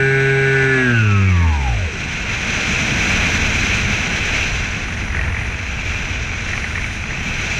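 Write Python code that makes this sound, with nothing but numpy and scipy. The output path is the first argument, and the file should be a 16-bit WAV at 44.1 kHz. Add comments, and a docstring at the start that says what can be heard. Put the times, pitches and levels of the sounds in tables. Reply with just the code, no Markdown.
"""A microphone in a closed housing rides on a small electric model plane. At first the motor drives, a sum of
sines at multiples of its turns, with a thin whistle and the steady switching tone of the speed controller.
Then the throttle closes and the motor runs down until it falls silent, while the wind of the glide, coloured
noise in six layers, rumbles and hisses in the housing's resonances. Later a control servo twitches, in short
bursts of filtered noise, and whirs and ticks on its 22 ms command frame while it steers."""
import sys
import numpy as np
from scipy import signal
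from scipy.fft import rfft, irfft, next_fast_len
from scipy.io import wavfile

SR = 44100
rng = np.random.default_rng(int(sys.argv[2]) if len(sys.argv) > 2 else 0)


def waveform_to_disk(signal):
    """Save audio, clipped to [-1, 1], as 16-bit WAV at the path in sys.argv[1]."""
    frames = np.transpose(np.atleast_2d(signal))
    scaled = np.clip(frames, -1, 1) * 32767
    samples = np.round(scaled).astype(np.int16)
    wavfile.write(sys.argv[1], SR, samples)


N = 334719

FRAME_S = .022   # one command frame of the servo


def amp(db):
    """Turns a level in dB into a gain."""
    return 10 ** (np.asarray(db) / 20)


def rms_one(x):
    """Scales a sound to rms 1."""
    return x / np.sqrt(np.mean(x ** 2) + 1e-20)


def in_time(rows):
    """Joins each column of a table by straight lines, one value a sample; the first column is the time."""
    s, *columns = np.transpose(rows)
    return [np.interp(np.arange(N) / SR, s, column) for column in columns]


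def spells(rows, rise_db, fall_db):
    """Gain that holds within each span and slopes away on either side, in dB per second."""
    t = np.arange(N) / SR
    gain = 0
    for start, end, db in rows:
        before_db = rise_db * np.maximum(start - t, 0)
        after_db = fall_db * np.maximum(t - end, 0)
        gain = gain + amp(db - before_db - after_db)
    return gain


def drift(rate_hz):
    """Slow random wandering of rms 1: noise through two equal one-pole low-passes."""
    step = 40   # samples between computed values
    r = np.exp(-2 * np.pi * rate_hz * step / SR)
    noise = rng.standard_normal(N // step + 2002)
    slow = signal.lfilter([1], [1, -2 * r, r * r], noise)[2000:]   # without the filter's start
    return np.interp(np.arange(N) / step, np.arange(len(slow)), rms_one(slow))


def resonate(x, hz, width_hz):
    """Two-pole resonance that lets its own pitch through at gain 1 and weakens the rest."""
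    r = np.exp(-np.pi * width_hz / SR)
    poles = [1, -2 * r * np.cos(2 * np.pi * hz / SR), r * r]
    return signal.lfilter(np.array([1, 0, -1]) * (1 - r * r) / 2, poles, x)


def sine(hz, start=None):
    """Gliding tone of rms 1; its start, in cycles, is random unless given."""
    if start is None:
        start = rng.random()
    cycles = np.cumsum(hz) / SR + start
    return np.sqrt(2) * np.cos(2 * np.pi * cycles)


def bell(hz, top_hz, width_hz, top_db):
    """Bell-shaped peak of a resonance, in dB at each frequency."""
    return top_db / (1 + (2 * (hz - top_hz) / width_hz) ** 2)


def coloured(spectrum, peaks=()):
    """Noise of rms 1, shaped by a spectrum and the bell-shaped peaks on it."""
    size = next_fast_len(N)
    hz = np.maximum(np.arange(size // 2 + 1) * SR / size, 1)
    points, db = np.transpose(spectrum)
    shape_db = np.interp(np.log(hz), np.log(points), db, left=-80, right=-80)
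    for top_hz, width_hz, top_db in peaks:
        shape_db = shape_db + bell(hz, top_hz, width_hz, top_db)
    noise = rfft(rng.standard_normal(size))
    return rms_one(irfft(noise * amp(shape_db), size)[:N])


def power():
    """Motor power: one at open throttle, sinking to zero as it closes."""
    cut_s, fall_s = 0.82, 0.17   # start and length of the closing
    return np.clip(1 - (np.arange(N) / SR - cut_s) / fall_s, 0, 1)


def motor():
    """Multiples of the turn (orders) waver, and swell and sink as they sweep through the airframe's resonances."""
    # Speed of the shaft. Each row: time in seconds, turns per second.
    shaft = [(0.0, 134.8), (0.4, 135.2), (0.55, 134.6), (0.73, 132.6), (0.84, 126.6), (0.92, 119.8),
             (1.04, 107.3), (1.12, 101.6), (1.19, 98.05), (1.28, 94.7), (1.37, 87.3), (1.44, 83.5),
             (1.56, 73.3), (1.66, 63.6), (1.76, 53.2), (1.84, 43.1), (1.92, 32.5), (2.05, 21.7)]
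    # Orders: 1-4 imbalance and blades, 11-14 and 22-26 magnet poles.
    # Each row: multiple of the turn, level in dB under power, level in dB coasting, both ahead of the airframe.
    orders = [(1, -12.5, -11.5), (2, -15, -19), (3, -20, -26), (4, -32, -31), (5, -31, -44), (6, -36, -42),
              (7, -43, -48), (8, -39, -45), (9, -33, -45), (10, -35, -45), (11, -29, -35), (12, -32, -38),
              (13, -26.5, -26), (14, -34, -35), (15, -22, -43), (16, -18, -47), (17, -18, -47),
              (18, -36, -46), (19, -44, -44), (20, -36, -34), (21, -40, -33), (22, -35, -29),
              (23, -38, -29), (24, -31, -28), (25, -40, -33), (26, -35, -31), (27, -40, -35),
              (28, -25, -36), (30, -28, -45)]
    # How the airframe carries sound to the housing, from low to high. Each row: frequency in Hz, gain in dB.
    fuselage = [(40, -20), (50, -13), (60, -5), (67, -8), (80, 0), (115, -2), (128, -10), (135, -5),
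                (141, -14), (152, -21), (168, -5), (195, -1), (222, -7), (243, 0), (263, -7), (271, -20),
                (281, -5), (300, -7), (345, -4), (385, -1), (406, 2), (430, 0), (452, -13), (480, 0),
                (525, -16), (545, -9)]
    shell = [(620, -5), (680, -15), (820, 1), (930, -8), (970, -2), (1035, -20), (1090, -5), (1170, -6),
             (1235, -17), (1300, 1), (1385, -4), (1460, 7), (1550, 4), (1640, 10), (1740, 4), (1753, 1),
             (1758, -7), (1800, -2), (1890, -4)]
    mount = [(2000, -10), (2200, -14), (2350, -11), (2450, -6), (2600, 1), (2750, -2), (2860, -12),
             (3300, -17), (4100, -20)]
    # Resonances that only one order rings. Each multiple has: frequency in Hz, width in Hz, height in dB.
    bells = {11: (912, 45, 16), 24: (2250, 90, 21), 26: (2200, 100, 25)}
    # Orders die as the shaft slows. Each row: highest multiple it holds for, turns per second where the loss
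    # begins, loss in dB for each turn per second below that.
    fades = [(2, 41, 1.1), (4, 88, .3), (14, 54, .4), (30, 92, 1.2)]

    turns, = in_time(shaft)
    points, carried_db = np.transpose(fuselage + shell + mount)
    drive = power()
    out = 0
    for k, powered_db, coasting_db in orders:
        hz = k * turns
        db = coasting_db + (powered_db - coasting_db) * drive
        db = db + np.interp(hz, points, carried_db)
        if k in bells:
            db = db + bell(hz, *bells[k])
        below, loss_db = next(fade[1:] for fade in fades if k <= fade[0])
        db = db + loss_db * np.minimum(turns - below, 0)
        low = k < 5
        waver_db = .5 * drift(2.5) if low else 1.9 * drift(15)
        # the low orders peak together: one push a turn
        out = out + amp(db + waver_db) * sine(hz, 0 if low else None)
    end_s = shaft[-1][0]
    return out * np.clip((end_s - np.arange(N) / SR) / .04, 0, 1)   # fades out over 40 ms


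def whistle():
    """A thin tone under power, slightly unsteady in pitch and level."""
    level_db = -30 + 2.1 * drift(15)
    return amp(level_db) * sine(2330 + 12 * drift(6)) * power() ** 4


def switching_tone():
    """The speed controller switches at a fixed rate, heard as a steady high tone that comes and goes."""
    # When it sounds. Each row: start in seconds, end in seconds, level in dB.
    switching = [(0.0, 0.83, -50.5), (1.55, 2.1, -59)]
    return spells(switching, rise_db=85, fall_db=62) * sine(np.full(N, 8018))


def servo_twitches():
    """Each twitch is a few ms of gear chatter, noise that rings in the housing's resonances."""
    # Strong twitches. Each row: start in seconds, approximate peak in dB, centre frequency in Hz.
    strong = [(4.7446, -13.5, 2400), (4.883, -18, 2400), (5.146, -11.5, 1770), (5.1667, -11, 1880),
              (5.1904, -9, 1800), (5.2105, -12, 2210), (5.234, -12, 1820), (5.2774, -11, 1780),
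              (5.3213, -16, 2060), (5.3445, -15, 1850), (5.365, -11.5, 1970), (5.3887, -18, 2400),
              (5.4106, -13, 2150), (5.5408, -16, 2320), (5.7887, -15, 2510), (5.917, -15, 2270),
              (5.9584, -22, 2390), (6.3325, -15, 2340), (6.51, -19, 2010), (6.532, -13, 1840),
              (6.575, -9.5, 2240), (6.6204, -18, 2280), (6.641, -12, 1830), (6.7535, -10.5, 1880),
              (6.7755, -11, 2100), (6.8169, -16, 2180), (6.8407, -11, 2140), (7.0374, -14, 2280),
              (7.1048, -12.5, 1800)]
    rise_s, fall_s = .0012, .003   # rise of the amplitude, fall of the energy
    crest = 6.04   # usual peak over rms of a burst
    t = np.arange(SR // 30) / SR
    attack = t / rise_s * np.exp(1 - t / rise_s)
    tail = 1.8 * np.exp(-t / fall_s / 2) * (t > rise_s)
    dull = signal.butter(8, 2750, fs=SR, output="sos")   # the housing keeps the top out
    out = np.zeros(N + len(t))
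    for s, db, hz in strong + faint_twitches():
        chatter = rng.standard_normal(len(t)) * (attack + tail)
        burst = resonate(resonate(chatter, hz, 510), hz, 640)
        burst = burst + amp(-11) * resonate(chatter, 1290, 540)
        burst = burst + amp(-20) * resonate(chatter, 840, 290)
        burst = signal.sosfilt(dull, burst)
        out[round(s * SR):][:len(t)] += amp(db) * rms_one(burst) / crest
    return out[:N]


def faint_twitches():
    """Rows like the strong twitches, on a random share of the command frames while the servo is restless."""
    restless_s = (4.66, 7.2)   # start and end in seconds
    share = .35   # of the frames
    first, last = np.round(np.array(restless_s) / FRAME_S)
    times = np.arange(first, last) * FRAME_S
    draw = rng.random((len(times), 3))
    db = -21 + 10 * (draw[:, 0] - .5)
    hz = 2200 + 400 * (draw[:, 1] - .5)
    rows = np.transpose([times, db, hz])
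    return list(rows[draw[:, 2] < share])


def servo_steering():
    """While the servo arm travels, its gears whir as coloured noise and every command frame ticks."""
    # Travels of the arm. Each row: start in seconds, end in seconds, level of the whir in dB.
    steering = [(4.9, 5.48, -57), (6.55, 6.95, -55)]
    # Colour of the whir. Each row: frequency in Hz, relative level in dB per Hz.
    gears = [(8000, -25), (8500, -2), (9000, -2), (9400, -4), (9900, -14), (10500, -6), (11200, -13),
             (12500, -16), (13500, -30)]
    whir = amp(.8 * drift(24)) * coloured(gears)
    frame = np.cos(np.pi * np.arange(N) / SR / FRAME_S) ** 6   # one pulse a frame
    ringing = resonate(resonate(rng.standard_normal(N), 1860, 690), 1800, 830)
    ticks = rms_one(frame * amp(1.7 * drift(20)) * ringing)
    travel = spells(steering, rise_db=53, fall_db=50)
    return travel * (whir + amp(24) * ticks)   # ticks 24 dB over the whir


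def wind():
    """Turbulence shakes the housing; small eddies make the upper layers flutter together."""
    # Strength of the wind. Each row: time in seconds, then levels in dB of rumble, buffet, rush and cavity roar,
    # then extra brightness of the hiss in dB, shared by two shelves.
    strength = [(0.0, -33.5, -33, -38, -30.5, 10.5), (0.76, -31.5, -34.5, -32.5, -28, 4.5),
                (1.14, -32, -36, -39.5, -29, 3), (1.65, -35, -35, -37, -29, 5),
                (1.9, -30, -32.5, -36.5, -29, -1), (2.3, -26.5, -30, -33.5, -25, 0),
                (2.55, -28, -28, -30.5, -22, -1), (3.21, -21.5, -23, -27.5, -20, 3),
                (3.68, -19.5, -25.5, -30, -20.5, 2), (4.0, -25.5, -26.5, -30.5, -22.5, 2),
                (4.46, -22.5, -30, -31.5, -22, 2), (4.9, -26.5, -30.5, -36, -29.5, -4),
                (5.3, -19.5, -32.5, -34.5, -31.5, -1), (5.62, -29, -33.5, -37.5, -30, 1),
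                (5.95, -23.5, -33.5, -36, -26.5, 4), (6.65, -25.5, -32, -35.5, -29, -12),
                (7.03, -25, -32.5, -37.5, -31, -16), (7.23, -26, -30.5, -35, -26.5, 7),
                (7.59, -26, -31, -33, -23, -1)]
    # Colours of the layers, from low to high. Each row: frequency in Hz, relative level in dB per Hz.
    rumble = [(11, -32), (18, 0.5), (70, 3.5), (91, 4.5), (140, -7), (180, -50), (310, -120)]
    buffet = [(71, -39), (120, -2.5), (140, -3.5), (215, -2.5), (280, -11), (330, -13.5), (430, -43),
              (730, -120)]
    rush = [(180, -41), (300, -2.5), (356, -0.5), (458, 1.5), (554, -4.5), (623, 0), (986, -3), (1300, -4),
            (1690, -23), (2860, -120)]
    roar = [(650, -41), (1100, -15.5), (1170, -11), (1500, 3.5), (1900, -1.5), (2050, -2), (2660, -10),
            (4510, -120)]
    cavity = [(1180, -43), (2000, -4), (2400, 3.5), (2700, 0), (2930, -10.5), (3200, -13.5), (4160, -28),
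              (7040, -120)]
    hiss_colour = [(2900, 2.5), (3100, 3), (3700, -3), (4300, -12), (4700, -7.5), (5200, -6.5), (7000, -14),
                   (8000, -20.5), (10000, -27), (13000, -34.5), (14500, -39), (15700, -57)]
    # Resonances in the hiss. Each row: frequency in Hz, width in Hz, height in dB.
    hiss_peaks = [(4096, 420, 10.5), (5975, 570, 12.5), (6640, 350, 8), (7530, 470, 5.5)]

    rumble_db, buffet_db, rush_db, cavity_db, bright_db = in_time(strength)
    rush_share = 0.65
    roar_db = rush_share * rush_db + (1 - rush_share) * cavity_db + 1.5
    cavity_mean_db = -25
    # the hiss swings wider than the cavity and lies 7 dB below it at the mean
    hiss_db = cavity_mean_db + 1.18 * (cavity_db - cavity_mean_db) - 7

    hiss = coloured(hiss_colour, hiss_peaks)
    for edge_hz in (7500, 10500):   # the brightness column lifts or lowers the top, shelf on shelf
        high_pass = signal.butter(2, edge_hz, "high", fs=SR, output="sos")
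        hiss = hiss + (amp(.5 * bright_db) - 1) * signal.sosfilt(high_pass, hiss)

    eddies = drift(19)
    out = amp(rumble_db + 0.54 * drift(16)) * coloured(rumble)
    out += amp(buffet_db + 0.63 * drift(8.2)) * coloured(buffet)
    out += amp(rush_db + .5 * eddies) * coloured(rush)
    out += amp(roar_db + 0.56 * eddies + 0.45 * drift(40)) * coloured(roar)
    out += amp(cavity_db + 1.07 * eddies + 0.39 * drift(35)) * coloured(cavity)
    out += amp(hiss_db + 0.57 * eddies + 0.85 * drift(50)) * hiss
    return out


def scene():
    """All sources add up at one microphone in the housing."""
    plane = motor() + whistle() + switching_tone()
    servo = servo_twitches() + servo_steering()
    return (plane + servo + wind())[None]


def record(dry):
    """Rounds the peaks, fades in the first 60 samples and cuts the top."""
    rounded = .7 * np.tanh(dry / .7)
    faded = rounded * np.minimum(np.arange(N) / 60, 1)
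    low_pass = signal.ellip(10, .5, 60, 15700, fs=SR, output="sos")   # ripple .5 dB, stop 60 dB, edge in Hz
    return signal.sosfilt(low_pass, faded)


dry = scene()
out = record(dry)
waveform_to_disk(out)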